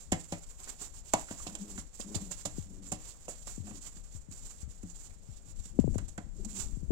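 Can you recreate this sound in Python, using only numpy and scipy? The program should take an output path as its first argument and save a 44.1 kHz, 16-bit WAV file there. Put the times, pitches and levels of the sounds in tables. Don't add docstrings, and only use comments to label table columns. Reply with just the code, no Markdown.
import sys
import numpy as np
from scipy import signal
from scipy.fft import rfft, irfft, next_fast_len
from scipy.io import wavfile

SR = 44100
rng = np.random.default_rng(int(sys.argv[2]) if len(sys.argv) > 2 else 0)


def output_pcm(signal):
    pcm = np.clip(np.atleast_2d(signal).T, -1, 1) * 32767
    wavfile.write(sys.argv[1], SR, np.round(pcm).astype(np.int16))


N = 304731
TIME = np.arange(N) / SR


# (frequency [Hz], level [dB])
ROOM_TONE_COLOUR = [(20, -29), (90, -46), (160, -48), (300, -61.5), (500, -52), (1000, -63), (3000, -70.5),
                    (8000, -81.5), (16000, -99.5)]
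# (time [s], rumble level [dB])
GRIP = [(0.0, -58.5), (5.7, -55), (5.92, -40), (6.15, -51), (6.74, -44), (6.91, -43.5)]
# (frequency [Hz], level [dB])
RUMBLE_COLOUR = [(12, 20.5), (30, 40), (50, 31.5), (90, 24), (160, 17), (250, 12.5), (500, -7.5),
                 (1200, -26.5), (4000, -40)]
# (time [s], level [dB], start pitch [Hz], decay constant [s])
FINGER_BUMPS = [(2.157, -22.5, 245, 0.017), (2.582, -24.5, 407, 0.022), (3.578, -29.5, 380, 0.022),
                (3.603, -27.5, 132, 0.028), (4.149, -32, 125, .038), (4.285, -37, 282, 0.039),
                (4.63, -29.5, 87.6, .035), (4.676, -36.5, 166, 0.016), (5.288, -34.5, 139, 0.036),
                (5.595, -31, 70, 0.018), (5.789, -4.5, 490, 0.009), (5.841, -19, 760, 0.03),
                (5.8769, -18.5, 730, 0.016), (5.956, -19.5, 767, 0.022), (6.77, -28.5, 270, 0.022),
                (6.831, -23.5, 180, 0.0089), (6.905, -15, 480, 0.03)]
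# (time [s], covered share [0-1])
FINGER_COVER = [(0, 0), (3.6, 0.41), (4.3, 0.74), (5.6, 0.47), (6.9, 0.95)]
# (frequency [Hz], gain [dB])
LEFT_PORT_COLOUR = [(100, 0), (400, 7), (700, 5.5), (1050, 2.5), (1500, -3.5), (2500, -3), (4000, -7),
                    (7000, -11), (10000, -12.5), (14000, -3), (16000, -23)]
# (time [s], length [s], pitch before bending [Hz], level [dB], rasp relative to the tone [dB])
COOS = [(1.47, .35, 209, -48, -10), (2.02, .31, 210, -49, -7), (2.65, .35, 194, -54, -5.5),
        (3.61, .21, 216.1, -51, -7.5), (5.718, .34, 226, -50.5, -6), (6.35, .36, 211, -49.5, -7.5)]
# (multiple of the pitch [ratio], level [dB])
COO_PARTIALS = [(1, -3.5), (2, -19), (3, -34)]
# (frequency [Hz], level [dB], decay by 60 dB [s])
BOX_MODES = [(97.8, 1, 0.16), (162.3, -3, 0.31), (191.7, 5, 0.072), (259, 2.5, 0.095), (317, -4.5, 0.2),
             (596, -2.5, 0.098), (624, 12.5, 0.0082), (710, 0.5, 0.074), (796, 2, 0.046), (995, -4.5, 0.1),
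             (1160, -9, 0.088), (1330, 1, 0.019), (1780, -5, 0.018), (2660, 9.5, 0.011)]
# (frequency [Hz], level [dB])
CRUNCH_COLOUR = [(100, -17), (300, -2.5), (550, 11), (750, 9), (1050, 4.5), (1400, 5.5), (2000, 6),
                 (3200, 1), (6000, -12), (16000, -42.5)]
# (time [s], level [dB], pitch [Hz])
SCRATCHES = [(0.128, -29.5, 2030), (0.335, -42, 1990), (0.675, -45, 1510), (1.138, -24.5, 743),
             (1.285, -46, 1635), (1.401, -45.5, 1086), (1.551, -42.5, 2960), (1.777, -39.5, 1590),
             (3.754, -51.5, 4240), (4.898, -54.5, 6200), (5.105, -57, 2150), (5.983, -40.5, 1360),
             (6.178, -38.5, 1500)]
# (time [s], length [s], feather swish [dB], knock on the wall [dB], thump of the box [dB])
WING_STROKES = [(0.118, 0.0091, -23.5, -34, -26.5), (0.32, 0.011, -33.5, -39.5, -35),
                (0.671, .03, -60, -58, -70), (0.808, 0.031, -41.5, -65, -51.5),
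                (1.135, 0.0048, -18, -29.5, -34), (1.305, .016, -39.5, -45.5, -41),
                (1.463, 0.018, -38.5, -43.5, -44.5), (1.551, 0.0056, -32.5, -53, -63),
                (1.776, 0.03, -39.5, -63, -42), (1.993, 0.026, -36.5, -74, -59),
                (2.143, 0.025, -31, -45.5, -39.5), (2.307, 0.023, -33.5, -52.5, -49.5),
                (2.451, 0.015, -28.5, -41, -38), (2.916, 0.013, -27.5, -38.5, -36.5),
                (3.278, 0.036, -37.5, -44, -46), (3.469, 0.01, -35.5, -54.5, -59),
                (3.667, 0.016, -51, -51.5, -49), (3.706, .015, -58, -50.5, -45.5),
                (3.961, 0.029, -50.5, -70, -54), (4.309, 0.013, -44.5, -74, -51.5),
                (4.829, 0.0075, -45.5, -57, -38), (5.652, 0.0099, -43, -74, -54),
                (5.792, 0.016, -45.5, -48.5, -58), (5.939, .018, -46, -53, -51),
                (5.98, 0.0067, -34.5, -49, -43), (6.078, 0.021, -45, -67, -60),
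                (6.177, 0.0034, -37.5, -46.5, -38.5), (6.446, 0.0096, -35.5, -74, -57)]
# (frequency [Hz], level [dB])
SWISH_COLOUR = [(150, -2.5), (700, -1), (2000, -7.5), (4000, -5.5), (7500, -5.5), (10000, -7), (13000, -12),
                (16000, -8)]
# (time [s], length before release [s], level [dB])
RUBS = [(0.0, 0.007, -42), (0.142, 0.068, -49.5), (0.235, 0.15, -50), (0.42, 0.011, -50),
        (0.485, .04, -48.5), (0.584, 0.14, -44), (0.796, 0.06, -39), (0.941, 0.042, -48.5),
        (1.045, 0.09, -45.5), (1.142, 0.073, -42.5), (1.274, 0.28, -44), (1.591, 0.22, -47),
        (1.932, 0.1, -49.5), (2.073, .36, -47), (2.457, 0.18, -48), (2.667, 0.12, -56), (2.823, 0.11, -48),
        (2.933, 0.095, -49.5), (3.041, 0.083, -45.3), (3.2, 0.11, -50), (3.299, 0.13, -49),
        (3.468, .03, -40), (3.543, .08, -52), (3.645, 0.13, -49), (3.817, 0.049, -43), (3.923, .05, -51),
        (4.047, 0.078, -54.5), (4.139, 0.036, -50), (4.319, .205, -46.2), (4.579, 0.048, -50.5),
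        (4.688, 0.057, -52), (4.825, 0.13, -54), (4.95, 0.11, -47.5), (5.1, 0.031, -52), (5.222, 0.16, -55),
        (5.462, 0.039, -49.5), (5.555, 0.047, -51.5), (5.637, 0.05, -50.5), (5.735, 0.31, -60),
        (6.256, 0.024, -57), (6.357, 0.072, -58.5), (6.488, .225, -48.3), (6.787, 0.027, -56.5)]
# (frequency [Hz], level [dB])
FEATHER_COLOUR = [(80, -75), (200, -3.5), (500, -9), (1000, -6.5), (2000, -10), (4000, -8.5), (6000, -9),
                  (7500, -8), (10000, -11), (13000, -11), (16000, -11)]

BUMP_GLIDE_CYCLES = 2.07
BUMP_END_HZ, BUMP_TYPICAL_HZ, BUMP_END_FOLLOWS = 82.4, 298, 0.437
RIGHT_PORT_HZ, RIGHT_PORT_WIDTH_HZ = 7340, 810
ROOM_T60_S, ROOM_DB = 0.25, -9
CUTOFF_HZ = 15900
COO_ATTACK_S, COO_RELEASE_S = 0.038, 0.028
COO_SCOOP, COO_SCOOP_S = 0.0802, 0.03016
COO_SAG_HZ_PER_S = 35
COO_DROOP, COO_DROOP_S = .25, .05
COO_GROWL_DB = 0.5
SWISH_RISE_SHARE = 0.39
RUB_ATTACK_S, RUB_RELEASE_S = .014, 0.03
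RESTING_DB = -61.5
UNEVEN_DB, UNEVEN_PER_S = 1.62, 55
SWEEP_S, SWEEP_DB, SWEEP_RISE_S, SWEEP_FALL_S = 6.612, -30, 0.041, 0.023


def from_db(db):
    return 10 ** (np.asarray(db) / 20)


def rms_one(x):
    return x / np.sqrt(np.mean(x ** 2) + 1e-20)


def in_time(rows):
    s, *columns = np.transpose(rows)
    return [np.interp(TIME, s, column) for column in columns]


def add(track, s, sound):
    at = min(round(s * SR), N - 1)
    track[at:at + len(sound)] += sound[:N - at]


def coloured(x, colour):
    hz, db = np.transpose(colour)
    size = next_fast_len(N)
    bins = np.maximum(np.arange(size // 2 + 1) * SR / size, 1)
    gain = from_db(np.interp(np.log(bins), np.log(hz), db))
    return irfft(rfft(x, size) * gain, size)[:N]


def noise(colour):
    return coloured(rng.standard_normal(N), colour)


def drift(rate):
    return rms_one(np.interp(TIME * rate, np.arange(N // 8), rng.standard_normal(N // 8)))


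def low_pass(x, hz, order=2):
    return signal.sosfilt(signal.butter(order, hz, fs=SR, output="sos"), x + 1e-18)


def ring(x, hz, t60):
    r = from_db(-60 / (t60 * SR))
    w = 2 * np.pi * hz / SR
    return signal.lfilter([0, np.sin(w)], [1, -2 * r * np.cos(w), r * r], x + 1e-18)


def patchy(x, patchy_db, rate):
    out, rest = 0, x
    for hz in (900, 2400, 5500):
        below = coloured(rest, [(hz / np.sqrt(2), 0), (hz, -6), (hz * np.sqrt(2), -40)])
        out = out + below * rms_one(from_db(patchy_db * drift(rate)))
        rest = rest - below
    return out + rest


def room_tone():
    return noise(ROOM_TONE_COLOUR)


def echoes(x, t60, first_s, dull_hz):
    age = TIME[:SR // 2]
    tail = rng.standard_normal(len(age)) * from_db(-60 * age / t60) * (age > first_s)
    tail = tail / np.sqrt(np.sum(tail ** 2))
    return signal.fftconvolve(x, low_pass(tail, dull_hz, order=1))[:N]


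def handling(attack_s, lumpy_db, sway_hz, sway_db, sway_s):
    grip_db, = in_time(GRIP)
    out = from_db(grip_db + lumpy_db * drift(22)) * noise(RUMBLE_COLOUR)
    age = TIME[:SR // 4]
    attack = 1 - np.exp(-(age / attack_s) ** 2)
    sway = from_db(sway_db) * np.exp(-age / sway_s) * np.sin(2 * np.pi * sway_hz * age)
    for s, db, start_hz, decay_s in FINGER_BUMPS:
        glide_s = BUMP_GLIDE_CYCLES / start_hz
        end_hz = BUMP_END_HZ * (start_hz / BUMP_TYPICAL_HZ) ** BUMP_END_FOLLOWS
        slip = rms_one(low_pass(rng.standard_normal(len(age)), 98))
        unsteady = np.exp(.3 * slip * np.minimum(age / .015, 1))
        hz = (end_hz + (start_hz - end_hz) * np.exp(-age / glide_s)) * unsteady
        thud = np.exp(-age / decay_s) * np.sin(2 * np.pi * np.cumsum(hz) / SR)
        add(out, s, -from_db(db) * attack * (thud + sway))
    return out


def left_port(x, covered_hz):
    covered, = in_time(FINGER_COVER)
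    x = coloured(x, LEFT_PORT_COLOUR)
    return (1 - covered) * x + covered * low_pass(x, covered_hz, order=1)


def right_port(x):
    r = np.exp(-np.pi * RIGHT_PORT_WIDTH_HZ / SR)
    poles = np.array([1, -2 * r * np.cos(2 * np.pi * RIGHT_PORT_HZ / SR), r * r])
    return signal.lfilter([poles.sum()], poles, x)


def coo_gestures():
    pitch, loudness, rasp_gain = np.zeros((3, N))
    for s, length, hz, db, rasp_db in COOS:
        age = TIME[:int(length * SR)]
        left = length - age
        bend = 1 - COO_SCOOP * np.exp(-age / COO_SCOOP_S) - COO_DROOP * np.exp(-left / COO_DROOP_S)
        swell = np.minimum(age / COO_ATTACK_S, 1)
        fade = np.minimum(left / COO_RELEASE_S, 1)
        add(pitch, s, (hz - COO_SAG_HZ_PER_S * age) * bend)
        add(loudness, s, from_db(db) * swell * fade)
        add(rasp_gain, s, np.full(len(age), from_db(rasp_db)))
    return pitch, loudness, rasp_gain


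def coos(jitter, shimmer_db, throat_hz, throat_t60):
    pitch, loudness, rasp_gain = coo_gestures()
    phase = 2 * np.pi * np.cumsum(pitch * (1 + jitter * drift(60))) / SR
    tone = 0
    for multiple, db in COO_PARTIALS:
        tone = tone + from_db(db + shimmer_db * drift(45)) * np.sin(multiple * phase)
    growl = from_db(COO_GROWL_DB + shimmer_db * drift(45)) * np.sin(1.5 * phase)
    puffs = rng.standard_normal(N) * (1 + np.sin(phase))
    rasp = low_pass(ring(np.diff(puffs, prepend=0), throat_hz, throat_t60), 880)
    calling = loudness > 0
    tone = tone / np.std(tone[calling])
    rasp = rasp / np.std(rasp[calling])
    return loudness * (tone + rasp_gain * (growl + rasp))


def scratches(rise_s, fall_s, ring_cycles):
    out, age = np.zeros(N), TIME[:SR // 12]
    envelope = np.minimum(age / rise_s, 1) * np.exp(-age / fall_s)
    for s, db, hz in SCRATCHES:
        skid = rms_one(ring(np.diff(rng.standard_normal(len(age) + 1)), hz, ring_cycles / hz))
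        add(out, s, from_db(db) * skid * envelope)
    return out


def crunch(rise_s, fall_s, shudder_db, shudder_s):
    envelope, age = np.zeros(N), TIME[:SR // 3]
    dying = np.exp(-age / fall_s) + from_db(shudder_db) * np.exp(-age / shudder_s)
    shape = np.minimum(age / rise_s, 1) * dying
    for s, _, _, knock_db, _ in WING_STROKES:
        add(envelope, s, from_db(knock_db) * shape)
    return envelope * patchy(noise(CRUNCH_COLOUR), patchy_db=3.5, rate=48)


def box(knock_lag_s, spread_s, scatter_db, level_db):
    hz, mode_db, t60 = np.array(BOX_MODES).T[:, :, None]
    hardness = np.clip(np.log2(hz / 280), 0, 1)
    sign = (-1) ** np.arange(len(BOX_MODES))[:, None]
    out = np.zeros(N)
    for s, _, _, knock_db, thump_db in WING_STROKES:
        blow_db = hardness * knock_db + (1 - hardness) * thump_db
        strength = from_db(blow_db + mode_db + scatter_db * rng.standard_normal(hz.shape))
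        loaded_hz = hz * (1 + .03 * rng.standard_normal(hz.shape))
        age = np.maximum(TIME[:SR // 5] - spread_s * rng.random(hz.shape), 0)
        decay = np.exp(-np.log(1000) * age / t60)
        modes = strength * decay * sign * np.sin(2 * np.pi * loaded_hz * age)
        add(out, s + knock_lag_s, np.sum(modes, axis=0))
    return from_db(level_db) * out


def swishes(grain_db):
    envelope, age = np.zeros(N), TIME[:SR // 4]
    for s, length, swish_db, _, _ in WING_STROKES:
        rise_s = SWISH_RISE_SHARE * length
        fall_s = (1 - SWISH_RISE_SHARE) * length
        swell = np.minimum(age / rise_s, 1) * np.exp(-np.maximum(age - rise_s, 0) / fall_s)
        add(envelope, s, from_db(swish_db) * swell)
    grain = rms_one(from_db(grain_db * drift(1200)))
    return envelope * grain * patchy(noise(SWISH_COLOUR), patchy_db=7.0, rate=67)


def rubbing():
    power = np.full(N, from_db(RESTING_DB) ** 2)
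    for s, length, db in RUBS:
        near = slice(max(int((s - .1) * SR), 0), int((s + length + .2) * SR))
        age = TIME[near] - s
        build = (1 + np.tanh(age / RUB_ATTACK_S)) / 2
        let_go = np.exp(-np.maximum(age - length, 0) / RUB_RELEASE_S)
        power[near] += (from_db(db) * build * let_go) ** 2
    pressure = np.sqrt(power) * from_db(UNEVEN_DB * drift(UNEVEN_PER_S))
    from_peak = np.maximum((SWEEP_S - TIME) / SWEEP_RISE_S, (TIME - SWEEP_S) / SWEEP_FALL_S)
    sweep = from_db(SWEEP_DB) * np.exp(-from_peak)
    return np.hypot(pressure, sweep)


def feathers(grain_db, flutter_db, patchy_db, catches_per_s, catch_db):
    grain = from_db(grain_db * drift(900) + flutter_db * drift(70))
    hiss = rms_one(grain) * rng.standard_normal(N)
    catches = (rng.random(N) < catches_per_s / SR) * rng.standard_normal(N)
    rub = coloured(hiss + from_db(catch_db) * rms_one(catches), FEATHER_COLOUR)
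    return rubbing() * patchy(rub, patchy_db, rate=70)


def at_a_port(body):
    rub = feathers(grain_db=0.5, flutter_db=2.3, patchy_db=2.0, catches_per_s=160, catch_db=-11.5)
    birds = body + rub + swishes(grain_db=1.5)
    return birds + from_db(ROOM_DB) * echoes(birds, ROOM_T60_S, first_s=0.0026, dull_hz=5500)


def scene():
    body = box(knock_lag_s=0.00253, spread_s=0.00373, scatter_db=1.0, level_db=-5.0)
    body = body + crunch(rise_s=0.011, fall_s=0.010, shudder_db=-8.5, shudder_s=0.038)
    body = body + scratches(rise_s=0.0015, fall_s=0.0069, ring_cycles=7.9)
    body = body + from_db(-4.5) * coos(jitter=0.04, shimmer_db=5.5, throat_hz=242, throat_t60=0.023)
    left = left_port(np.roll(at_a_port(body), 8), covered_hz=386)
    left = left + handling(attack_s=0.0015, lumpy_db=2.5, sway_hz=72.2, sway_db=-17.0, sway_s=0.054)
    right = right_port(at_a_port(body))
    return np.array([left + room_tone(), right + room_tone()])


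def record(dry):
    return signal.sosfilt(signal.ellip(10, .2, 80, CUTOFF_HZ, fs=SR, output="sos"), dry)


dry = scene()
out = record(dry)
output_pcm(out)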